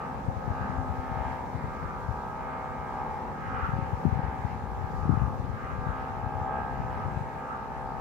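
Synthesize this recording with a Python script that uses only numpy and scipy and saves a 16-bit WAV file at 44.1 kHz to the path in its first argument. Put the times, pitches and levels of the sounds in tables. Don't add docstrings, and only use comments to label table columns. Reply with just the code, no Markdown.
import sys
import numpy as np
from scipy import signal
from scipy.io import wavfile

SR = 44100
rng = np.random.default_rng(int(sys.argv[2]) if len(sys.argv) > 2 else 0)


def file_out(sig):
    cols = np.atleast_2d(sig).T
    lim = np.clip(cols, -1, 1)
    pcm = np.round(lim * 32767).astype(np.int16)
    wavfile.write(sys.argv[1], SR, pcm)


def gain_from_db(level_db):
    decades = np.asarray(level_db, float) / 20
    return 10 ** decades


N = 353020
CONTROL = 40

# [t/s, big f/Hz, shrill f/Hz, thin f/Hz, mellow f/Hz]
NEAR_PITCH = [(0.0, 64.07, 84.49, 89.88, 73.0), (0.5, 64.1, 84.46, 89.7, 72.62),
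              (1.0, 64.23, 84.7, 89.7, 72.77), (1.5, 64.05, 84.76, 89.77, 73.23),
              (2.0, 63.89, 84.8, 89.63, 73.76), (2.5, 63.89, 85.0, 89.41, 74.11),
              (3.0, 64.05, 85.1, 89.34, 74.11), (3.5, 64.07, 85.1, 89.92, 73.06),
              (4.0, 64.12, 84.97, 90.35, 73.23), (4.5, 64.1, 84.9, 90.09, 73.23),
              (5.0, 64.1, 85.07, 89.7, 73.23), (5.5, 64.15, 84.93, 89.23, 73.09),
              (6.0, 64.25, 84.87, 89.34, 72.91), (6.5, 64.41, 84.83, 89.95, 72.85),
              (7.0, 64.38, 85.04, 90.49, 72.82), (7.5, 64.46, 85.04, 90.74, 72.82),
              (8.0, 64.46, 85.1, 90.13, 72.82)]
FAR_PITCH_HZ = [45.92, 68.25]
# [left level/dB, right level/dB]
BIG = [(-63.0, -64.0), (-64.0, -61.0), (-52.0, -54.0), (-80.0, -74.0), (-59.0, -67.0), (-62.0, -65.0),
       (-60.0, -58.0), (-70.0, -72.0), (-55.0, -57.0), (-65.0, -55.0), (-47.0, -50.0), (-46.0, -49.0),
       (-46.0, -48.0), (-56.0, -52.0), (-60.0, -63.0), (-61.0, -61.0), (-72.0, -65.0), (-65.0, -63.0),
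       (-67.0, -63.0), (-69.0, -64.0), (-73.0, -68.0), (-68.0, -78.0), (-68.0, -71.0), (-64.0, -60.0),
       (-70.0, -63.0), (-67.0, -63.0), (-78.0, -70.0)]
SHRILL = [(-69.0, -67.0), (-63.0, -63.0), (-80.0, -81.0), (-73.0, -71.0), (-65.0, -64.0), (-80.0, -80.0),
          (-71.0, -71.0), (-71.0, -63.0), (-62.0, -68.0), (-57.0, -58.0), (-60.0, -55.0), (-66.0, -66.0),
          (-70.0, -71.0), (-72.0, -66.0), (-68.0, -65.0), (-77.0, -79.0)]
THIN = [(-70.0, -64.0), (-66.0, -76.0), (-63.0, -63.0), (-67.0, -65.0), (-66.0, -65.0), (-74.0, -70.0),
        (-66.0, -62.0), (-70.0, -69.0), (-74.0, -66.0), (-71.0, -73.0), (-76.0, -75.0), (-75.0, -73.0),
        (-73.0, -73.0), (-75.0, -77.0), (-78.0, -81.0), (-77.0, -86.0)]
MELLOW = [(-51.0, -54.0), (-57.0, -56.0), (-71.0, -63.0), (-58.0, -60.0), (-61.0, -64.0), (-62.0, -63.0),
          (-70.0, -65.0), (-64.0, -64.0), (-68.0, -73.0), (-61.0, -63.0), (-65.0, -65.0), (-60.0, -63.0),
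          (-72.0, -70.0)]
DEEP = [(-62.0, -62.0), (-60.0, -65.0), (-53.0, -57.0), (-77.0, -63.0), (-67.0, -67.0), (-73.0, -69.0),
        (-61.0, -62.0), (-63.0, -68.0), (-64.0, -63.0), (-66.0, -66.0), (-65.0, -64.0), (-71.0, -63.0)]
SOFT = [(-70.0, -62.0), (-69.0, -69.0), (-79.0, -68.0), (-58.0, -60.0), (-55.0, -57.0), (-60.0, -60.0),
        (-62.0, -73.0)]
# [left level/dB, right level/dB]
THIN_LOW = [(-60.0, -62.0)]
FIRST_OVERTONE = [2, 5, 12, 2, 17, 3, 6]
# [level/dB, left lag/ms, tilt above 1.2 kHz/dB per octave]
PLACE = [
    (3, -0.068, -5.5),
    (8, 0.13, 5.5),
    (-8, 0.063, 12),
    (4.5, -0.068, 0),
    (1, -0.11, -9),
    (3, 0.09, 0),
    (-6, 0.03, 0),
]
# [t/s, level/dB over usual]
BIG_SWINGS = [(.01, 1), (.28, -4.5), (.75, 3.5), (1.2, 7), (1.6, -3.5), (1.85, -5.5), (2.5, 2), (3.0, 3.5),
              (3.38, -2), (3.75, 1), (4.25, 3), (5.0, -0.1), (5.45, -3.5), (5.65, -4), (6.2, 3.5),
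              (6.52, 9), (6.85, 3.5), (7.3, 0.5), (7.9, 3.5)]
SHRILL_SWINGS = [(.01, 5.5), (.27, -8.5), (.66, 4.5), (1.15, 0.5), (1.5, -8.5), (1.85, 2.5), (2.2, 1.5),
                 (2.5, 3.5), (2.75, -1), (2.95, 1), (3.22, -7.5), (3.58, 7), (4.1, -4), (4.55, -5.5),
                 (4.8, -3), (5.15, 2.5), (5.45, -5.5), (5.68, 4), (5.95, 5.5), (6.28, -2.5), (6.52, 4.5),
                 (7.0, 3.5), (7.25, -7.5), (7.5, 4), (7.75, -3)]
THIN_SWINGS = [(.3, 2.5), (.75, -4), (1.05, 8), (1.3, 9), (1.6, 7.5), (1.9, 6.5), (2.2, 0), (2.5, 8.5),
               (2.8, 8.5), (3.1, 8), (3.5, 6), (4.0, 2), (4.3, 7), (4.55, 2.5), (4.9, 3), (5.2, -13),
               (5.6, 4), (5.95, 2), (6.3, 1.5), (6.6, 1), (7.0, 1), (7.3, 4.5), (7.6, -5), (7.9, 1)]
MELLOW_SWINGS = [(.01, 0), (.5, -13), (1.25, -4), (1.55, 1.5), (2.55, -6), (2.95, 3), (3.25, 7.5),
                 (3.65, -12), (4.4, -5), (5.0, 0), (6.0, -8), (6.75, -5), (7.1, 6)]
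DEEP_SWINGS = [
    (.12, -35),
    (1.12, -19),
    (3.1, 11),
    (3.75, -4),
    (4.0, 6),
    (4.75, -5),
    (5.25, 9),
    (5.75, -37),
    (6.75, -14),
    (7.25, -1),
]
USUAL_DB = [0.073, .1, 1.24, 0.24, .1]
SWING_S = [0.17, 0.14, 0.16, 0.17, 0.22]
# [t/s, level/dB]
THIN_LOW_SWINGS = [
    (.1, 19),
    (.5, 14),
    (.85, 1),
    (1.6, 4),
    (3.4, 14),
    (3.8, 18.5),
    (4.1, 11),
    (5.6, 4),
    (7.0, 10),
]
# [t/s, level/dB]
BIG_UNDER = [
    (.8, 7),
    (1.5, 0),
    (2.1, -5),
    (2.6, -2),
    (3.1, -3),
    (3.9, -0.5),
    (4.9, -6),
    (5.75, 2),
    (6.6, -1),
    (7.4, -7),
]
BIG_OVER = [
    (.4, -3),
    (1.05, -8),
    (1.55, 9.5),
    (2.2, 2),
    (2.95, 2),
    (3.8, 0),
    (4.9, 1),
    (5.6, -6),
    (6.4, -8),
    (7.4, -4),
]
BIG_SIDE = [(.3, 3), (1.0, 0.5), (1.7, 1), (2.5, 3.5), (3.4, -9), (4.0, -11), (4.6, -10), (5.2, 2),
            (6.1, 0), (6.8, 3.5), (7.5, 0)]
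TWIST_S = 0.34
UNDER_HZ, OVER_HZ, TWIST_WIDTH_HZ = 257, 980, 64
SIDE_HZ, SIDE_WIDTH_HZ = 680, 52
# [t/s, level/dB]
GLINTS = [(.05, -4), (.3, 2.5), (.65, 2.5), (1.0, -3), (2.1, 1.5), (2.4, -1), (3.25, -5), (4.25, 2),
          (5.45, 2), (6.25, 4), (6.45, -4), (6.62, 6.5), (6.95, -3), (7.15, 6), (7.9, 0)]
GLINT_S, GLINT_HZ, GLINT_WIDTH_HZ = 0.096, 1610, 85
SHIMMER, FLUTTER, BLUR = .2, .16, .13
SHRILL_BLUR = 1.7
# [left level/dB, right level/dB]
SHRILL_BUZZ = [(-85, -85), (-79.5, -83), (-77, -81), (-82, -77), (-85, -92), (-87, -98), (-92, -97),
               (-85, -80.5), (-80.5, -85), (-101, -94), (-89, -92), (-98, -97), (-82.5, -89.5),
               (-96, -94.5), (-83.5, -99)]
THIN_BUZZ = [(-85, -93), (-89, -86), (-97, -91), (-86, -93), (-86.5, -92), (-80, -90), (-86, -93),
             (-84, -96), (-79, -94), (-87.5, -99), (-91, -100), (-87, -97), (-97, -102), (-90, -94),
             (-94, -101), (-88, -102)]
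BUZZ_FOLLOWS, THIN_BUZZ_FOLLOWS = 0.51, .25
# [t/s, level/dB]
THIN_BUZZ_SWINGS = [(.4, -6), (.7, 2.5), (1.08, 3), (1.3, 3), (1.55, -9), (1.9, -11), (2.2, -7), (2.5, -1),
                    (2.9, -2), (3.6, 5), (4.4, 3), (5.5, 5), (5.95, 11), (6.5, 9.5), (6.95, 10), (7.5, 1.5)]

# [t/s, peak level/dB, f/Hz]
STRONG_EDDIES = [(0.287, -12, 114), (0.481, -15.5, 136), (0.506, -14, 94), (0.698, -17, 141),
                 (1.555, -16.5, 108), (1.643, -16, 113), (2.108, -20.5, 112), (3.632, -16.5, 82),
                 (3.693, -17, 134), (3.737, -12.5, 119), (3.79, -14, 154), (3.936, -12.5, 92),
                 (4.055, -5, 183), (4.068, -8, 115), (4.08, -15, 170), (4.089, -15, 123), (4.128, -10, 92),
                 (4.159, -14.5, 116), (4.174, -16, 149), (4.194, -13.5, 130), (4.241, -14, 80),
                 (4.45, -12, 108), (5.057, -13.5, 151), (5.083, -15, 90), (5.095, -6, 200),
                 (5.103, -6.5, 144), (5.112, -13, 130), (5.127, -8.5, 110), (5.139, -15.5, 230),
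                 (5.15, -14, 99), (5.177, -12, 105), (5.221, -8.5, 105), (5.236, -12, 94),
                 (5.499, -16.5, 105), (5.788, -18, 98), (5.869, -17, 127), (6.268, -17, 105),
                 (7.173, -14.5, 114)]
# [t/s, peak level/dB, f/Hz]
WEAK_EDDIES = [(0.37, -20, 94), (0.614, -17.5, 91), (0.751, -31, 101), (0.808, -25, 98), (0.832, -24, 100),
               (0.901, -21, 101), (0.944, -25.5, 100), (0.987, -18.5, 93), (1.117, -18.5, 134),
               (1.173, -16.5, 100), (1.212, -21.5, 83), (1.258, -21, 92), (1.676, -26, 84),
               (1.856, -22.5, 98), (2.09, -15, 88.4), (3.314, -27, 142), (3.484, -25, 97),
               (3.543, -23, 121), (3.587, -22, 126), (3.765, -17, 99), (3.827, -16, 119), (3.851, -26, 87),
               (3.879, -28, 100), (3.975, -28, 95), (4.285, -17.5, 80), (4.392, -22, 114), (4.505, -24, 92),
               (4.531, -21.5, 118), (4.559, -24, 92), (4.64, -20, 106), (4.818, -20.5, 83),
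               (4.843, -18, 92.5), (4.945, -19.0, 124), (5.003, -26, 104), (5.035, -18, 102),
               (5.251, -16, 91), (5.28, -15.5, 109), (5.352, -25, 114), (5.402, -16, 107),
               (5.443, -16.5, 130), (5.538, -18, 113), (5.639, -24, 105), (5.717, -29, 119),
               (5.817, -21.5, 147), (5.891, -17.5, 82.5), (6.18, -25, 81.5), (6.238, -18.5, 103),
               (6.354, -19.5, 91), (6.377, -26, 92), (6.417, -17.5, 111), (6.802, -17.5, 145),
               (6.849, -21, 119), (6.9, -21, 95), (7.021, -24.5, 97), (7.063, -21, 105), (7.087, -24, 113),
               (7.122, -27, 94), (7.213, -19, 119)]
EDDY_RISE, EDDY_FALL = 0.72, 0.67
# [t/s, level at the left port/dB]
GUST = [(0, -44), (.35, -40), (.75, -36.5), (1.1, -41), (2.0, -41), (2.5, -46), (2.8, -44), (3.3, -45),
        (3.75, -38), (4.15, -45.5), (4.85, -39), (5.25, -32.5), (5.5, -39.5), (6.25, -41.5), (6.55, -43),
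        (7.05, -35.5), (7.5, -48.5), (8, -41.5)]
LEE_DB, LEE_FOLLOWS = -48.5, 0.48

# [t/s, level/dB, share in the top colour/0-1]
FLARES = [(.01, 7, 0.34), (.68, 13, 0.34), (1.1, 2, 0.86), (1.3, 3.5, 1), (1.9, 14, 0.1), (2.2, -1, .1),
          (2.55, 9, 0.24), (3.0, 5.5, 0.56), (3.48, 10, 0.25), (3.65, 21, 0.46), (4.15, 5, 0.26),
          (5.17, 14, 0.14), (5.72, 12.5, 0.14), (6.02, 14, 0.32), (6.6, 4, 0.44), (6.98, 10.5, 0.41),
          (7.55, 15, 0.11)]
# [t/s, level/dB]
LULLS = [(.3, -1.5), (.85, -2), (1.45, -2), (1.6, -0.5), (2.25, -4.5), (3.75, 0.5), (4.7, -5), (5.45, -1),
         (6.3, -1), (6.8, 2), (7.2, 1), (7.85, -3)]
FLARE_S, BRIGHT_S = .12, 0.089
# [f/Hz, density/dB per Hz]
WASH_LOW = [(150, 4.5), (250, 3), (320, -9.5), (500, 0), (650, -4.5), (850, 5), (1050, -8), (1300, -1)]
WASH_MID = [(900, -18), (1130, 2), (1270, 11), (1400, -25), (1600, -8), (1780, -24), (2200, -28)]
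WASH_HIGH = [(1500, -6.5), (1800, 12.5), (2000, -1.5), (2250, -1), (2450, -3.5), (2900, -32), (3600, -23.5),
             (5000, -31)]
WASH_LOW_DB, WASH_MID_DB, WASH_HIGH_DB = -45.5, -62.5, -58.5
# [t/s, level/dB]
AIR = [
    (0, 2.5),
    (1.4, 1.5),
    (2.0, -0.5),
    (3.0, 0),
    (4.1, 3),
    (5.0, -3),
    (5.8, -1),
    (6.8, 0),
    (8, -3.5),
]
# [f/Hz, density/dB per Hz]
HISS = [(1650, -33), (2800, -14), (3570, -11), (6570, -15), (10400, -24), (12200, -22.5), (15600, -24)]
HISS_START_DB, HISS_FADE_DB_PER_S, HISS_FOLLOWS_FLARE = -68, 0.13, .08
# [t/s, level/dB]
PUFFS = [
    (.35, 0),
    (1.15, 1),
    (2.05, 0.5),
    (4.45, 0.5),
    (4.9, 2),
    (6.4, -1.5),
]
PUFF_S = 0.26
# [f/Hz, likeness/-1 to 1]
LIKENESS = [(60, 0.2), (130, 1), (290, 1), (640, -0.0093), (1410, -0.27), (2300, 0.18), (3800, -0.042),
            (15000, -0.0039)]
# [f/Hz, left minus right/dB]
LEANING = [(60, 6.5), (92, 11), (140, -2), (210, 0), (330, 3.5), (500, 3), (770, 2.5), (1170, -1),
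           (1790, -3), (2740, 8.5), (4190, 6), (6410, 5.5), (9810, -2.5), (15000, 8)]


def hummers(bright_db):
    still = np.ones(N // CONTROL + 1)
    ribbons = [BIG, SHRILL, THIN, MELLOW, DEEP, SOFT, THIN_LOW]
    pitches = in_time(NEAR_PITCH, step=CONTROL) + [hz * still for hz in FAR_PITCH_HZ]
    pitches.append(pitches[2])
    turns = [BIG_SWINGS, SHRILL_SWINGS, THIN_SWINGS, MELLOW_SWINGS, DEEP_SWINGS]
    swells = [db + swings(rows, s) for rows, db, s in zip(turns, USUAL_DB, SWING_S)]
    swells += [0 * still, swings(THIN_LOW_SWINGS, 0.29)]
    out = 0
    for ribbon, hz, swell_db, first, place in zip(ribbons, pitches, swells, FIRST_OVERTONE, PLACE):
        out = out + hummer(ribbon, hz, swell_db, first, place, bright_db)
    return signal.resample_poly(out, 4, 1, axis=1, padtype="reflect")[:, :N]


def hummer(ribbon, hz, swell_db, first, place, bright_db):
    level_db, lag_ms, tilt_db = place
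    wavering_hz = filled(hz * (1 + .001 * drift(3).real), step=4)
    turn = 2 * np.pi * np.cumsum(wavering_hz) / (SR / 4) + rng.uniform(1, 5)
    spin = np.exp(1j * turn)
    tone = spin ** (first - 1)
    loose = SHRILL_BLUR if ribbon is SHRILL else 1
    colour = ribbon_colour(ribbon)
    out = 0
    for k, ears_db in enumerate(ribbon, first):
        overtone_hz = k * hz.mean()
        beam = min(overtone_hz / 700, 1)
        scatter = 1 + SHIMMER * drift(1.2) + beam * loose * (FLUTTER * drift(5) + BLUR * drift(25))
        top_db = tilt_db * max(np.log2(overtone_hz / 1200), 0)
        for swell, centre_hz, width_hz in colour:
            top_db = top_db + swell * np.exp(-((overtone_hz - centre_hz) / width_hz) ** 2)
        tone = tone * spin
        snap = rng.normal(0, 1.17)
        size = filled(scatter * gain_from_db(beam * swell_db + level_db + top_db), step=4)
        wave = size * tone * np.exp(1j * snap)
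        late = np.exp(-2j * np.pi * overtone_hz * lag_ms / 1000)
        out = out + gain_from_db(np.array(ears_db))[:, None] * np.array([(wave * late).real, wave.real])
    if ribbon is SHRILL:
        wave = wave * filled(gain_from_db(BUZZ_FOLLOWS * bright_db - top_db), step=4)
        out = out + buzz(wave, spin, SHRILL_BUZZ, 0.1)
    if ribbon is THIN:
        wave = wave * filled(gain_from_db(THIN_BUZZ_FOLLOWS * bright_db - top_db), step=4)
        wave = wave * filled(gain_from_db(swings(THIN_BUZZ_SWINGS, .13)), step=4)
        out = out + buzz(wave, spin, THIN_BUZZ, 4.5)
    return out


def ribbon_colour(ribbon):
    colour = []
    if ribbon is BIG:
        colour += [(swings(BIG_UNDER, TWIST_S), UNDER_HZ, TWIST_WIDTH_HZ),
                   (swings(BIG_OVER, TWIST_S), OVER_HZ, TWIST_WIDTH_HZ),
                   (swings(BIG_SIDE, TWIST_S), SIDE_HZ, SIDE_WIDTH_HZ)]
    if ribbon is BIG or ribbon is SHRILL:
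        colour.append((swings(GLINTS, GLINT_S), GLINT_HZ, GLINT_WIDTH_HZ))
    return colour


def buzz(wave, spin, table, level_db):
    out = 0
    for ears_db in table:
        wave = wave * spin
        out = out + gain_from_db(np.array(ears_db) + level_db)[:, None] * wave.real
    return out


def buffeting():
    slope = signal.butter(2, 85, fs=SR, output="sos")
    bass_cut = signal.butter(5, 47.0, "high", fs=SR, output="sos")
    lumps = gain_from_db(3 * np.array([filled(drift(14).real), filled(drift(14).real)]))
    noise = signal.sosfilt(np.vstack([slope, bass_cut]), lumps * rng.standard_normal((2, N)))
    gust_db, = in_time(GUST)
    lee_db = LEE_DB + LEE_FOLLOWS * (gust_db - gust_db.mean())
    rumble = rms_one(noise) * gain_from_db(np.array([gust_db, lee_db]) + np.array([[3.0], [5.5]]))
    return rumble + signal.sosfilt(bass_cut, thumps()) * gain_from_db(np.array([[0], [-30.0]]))


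def thumps():
    eddies = list(STRONG_EDDIES) + list(WEAK_EDDIES)
    out = np.zeros(N + SR)
    phases = np.pi / 2 + rng.normal(0, .7, len(eddies))
    for (s, db, hz), phase in zip(eddies, phases):
        cycles = np.arange(-SR // 20, SR // 8) * hz / SR
        shape = np.exp(-(cycles / np.where(cycles < 0, EDDY_RISE, EDDY_FALL)) ** 2)
        turn = 2 * np.pi * (cycles - .035 * cycles * np.abs(cycles)) + phase
        steepness = np.clip((db + 34.0) / 67.0, 0, 1)
        front = steepness * np.exp(-(cycles / .5) ** 2)
        start = max(round(s * SR) - SR // 20, 0)
        wave = shape * np.cos(turn) + front * np.cos(1.84 * turn)
        out[start:start + len(cycles)] += gain_from_db(db - 4.0) * wave
    return out[:N]


def far_wash(bright_db):
    air_db, = in_time(AIR)
    flare_db = filled(swings([(s, db) for s, db, _ in FLARES], FLARE_S))
    wash = gain_from_db(WASH_LOW_DB + air_db) * wind_noise(WASH_LOW, patchy_db=2.5)
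    wash += gain_from_db(WASH_MID_DB + flare_db) * wind_noise(WASH_MID, patchy_db=5.5)
    wash += gain_from_db(WASH_HIGH_DB + bright_db) * wind_noise(WASH_HIGH, patchy_db=3.0)
    return wash


def air_hiss(bright_db):
    fading_db = HISS_START_DB - HISS_FADE_DB_PER_S * np.arange(N) / SR
    hiss_db = fading_db + HISS_FOLLOWS_FLARE * bright_db + filled(swings(PUFFS, PUFF_S))
    return gain_from_db(hiss_db) * wind_noise(HISS, patchy_db=1.5)


def wind_noise(spectrum, patchy_db):
    low_hz, top_hz = spectrum[0][0], min(spectrum[-1][0], SR * .45)
    edges = np.geomspace(low_hz, top_hz, round(4 * np.log2(top_hz / low_hz)))
    out, together, white = 0, drift(2.1).real, rng.standard_normal((2, 2, N))
    for k, (low, high) in enumerate(zip(edges, edges[1:])):
        band = signal.butter(2, [low, high], "band", fs=SR, output="sos")
        mid, side = signal.sosfilt(band, white[k % 2])
        hz = np.sqrt(low * high)
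        alike = np.clip(at_hz(LIKENESS, hz), -1, 1)
        flicker_db = patchy_db * (.5 * together + drift(6.6).real)
        gain = filled(gain_from_db(at_hz(spectrum, hz) + flicker_db))
        ears = gain_from_db(at_hz(LEANING, hz) * np.array([[.5], [-.5]]))
        out = out + gain * ears * (np.sqrt(1 + alike) * mid + np.sqrt(1 - alike) * side * [[1], [-1]])
    return out / np.sqrt(np.mean(out.mean(axis=0) ** 2))


def drift(rate_hz):
    r = np.exp(-2 * np.pi * rate_hz * CONTROL / SR)
    white = rng.standard_normal((2, N // CONTROL + 1001))
    settled = signal.lfilter([1], [1, -2 * r, r * r], white[0] + 1j * white[1])[1000:]
    return rms_one(settled)


def swings(rows, length_s):
    s, db = np.transpose(rows)
    return db @ np.exp(-((np.arange(0, N, CONTROL) / SR - s[:, None]) / length_s) ** 2)


def filled(slow, step=1):
    return np.interp(np.arange(0, N, step) / CONTROL, np.arange(len(slow)), slow)


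def in_time(rows, step=1):
    s, *columns = np.transpose(rows)
    return [np.interp(np.arange(0, N, step) / SR, s, c) for c in columns]


def at_hz(points, hz):
    points_hz, values = np.transpose(points)
    return np.interp(np.log(hz), np.log(points_hz), values)


def rms_one(x):
    return x / np.sqrt(np.mean(np.abs(x) ** 2) + 1e-20)


def scene():
    gusts_aloft = [(s, db * share) for s, db, share in FLARES]
    bright_db = filled(swings(gusts_aloft + LULLS, BRIGHT_S))
    kites = hummers(bright_db[::CONTROL])
    return kites + buffeting() + far_wash(bright_db) + air_hiss(bright_db)


def roll_off(x):
    return signal.sosfilt(signal.butter(12, 15700, fs=SR, output="sos"), x)


def record(dry):
    mix = 0.45 * np.tanh(dry / 0.43)
    return roll_off(mix)


dry = scene()
out = record(dry)
file_out(out)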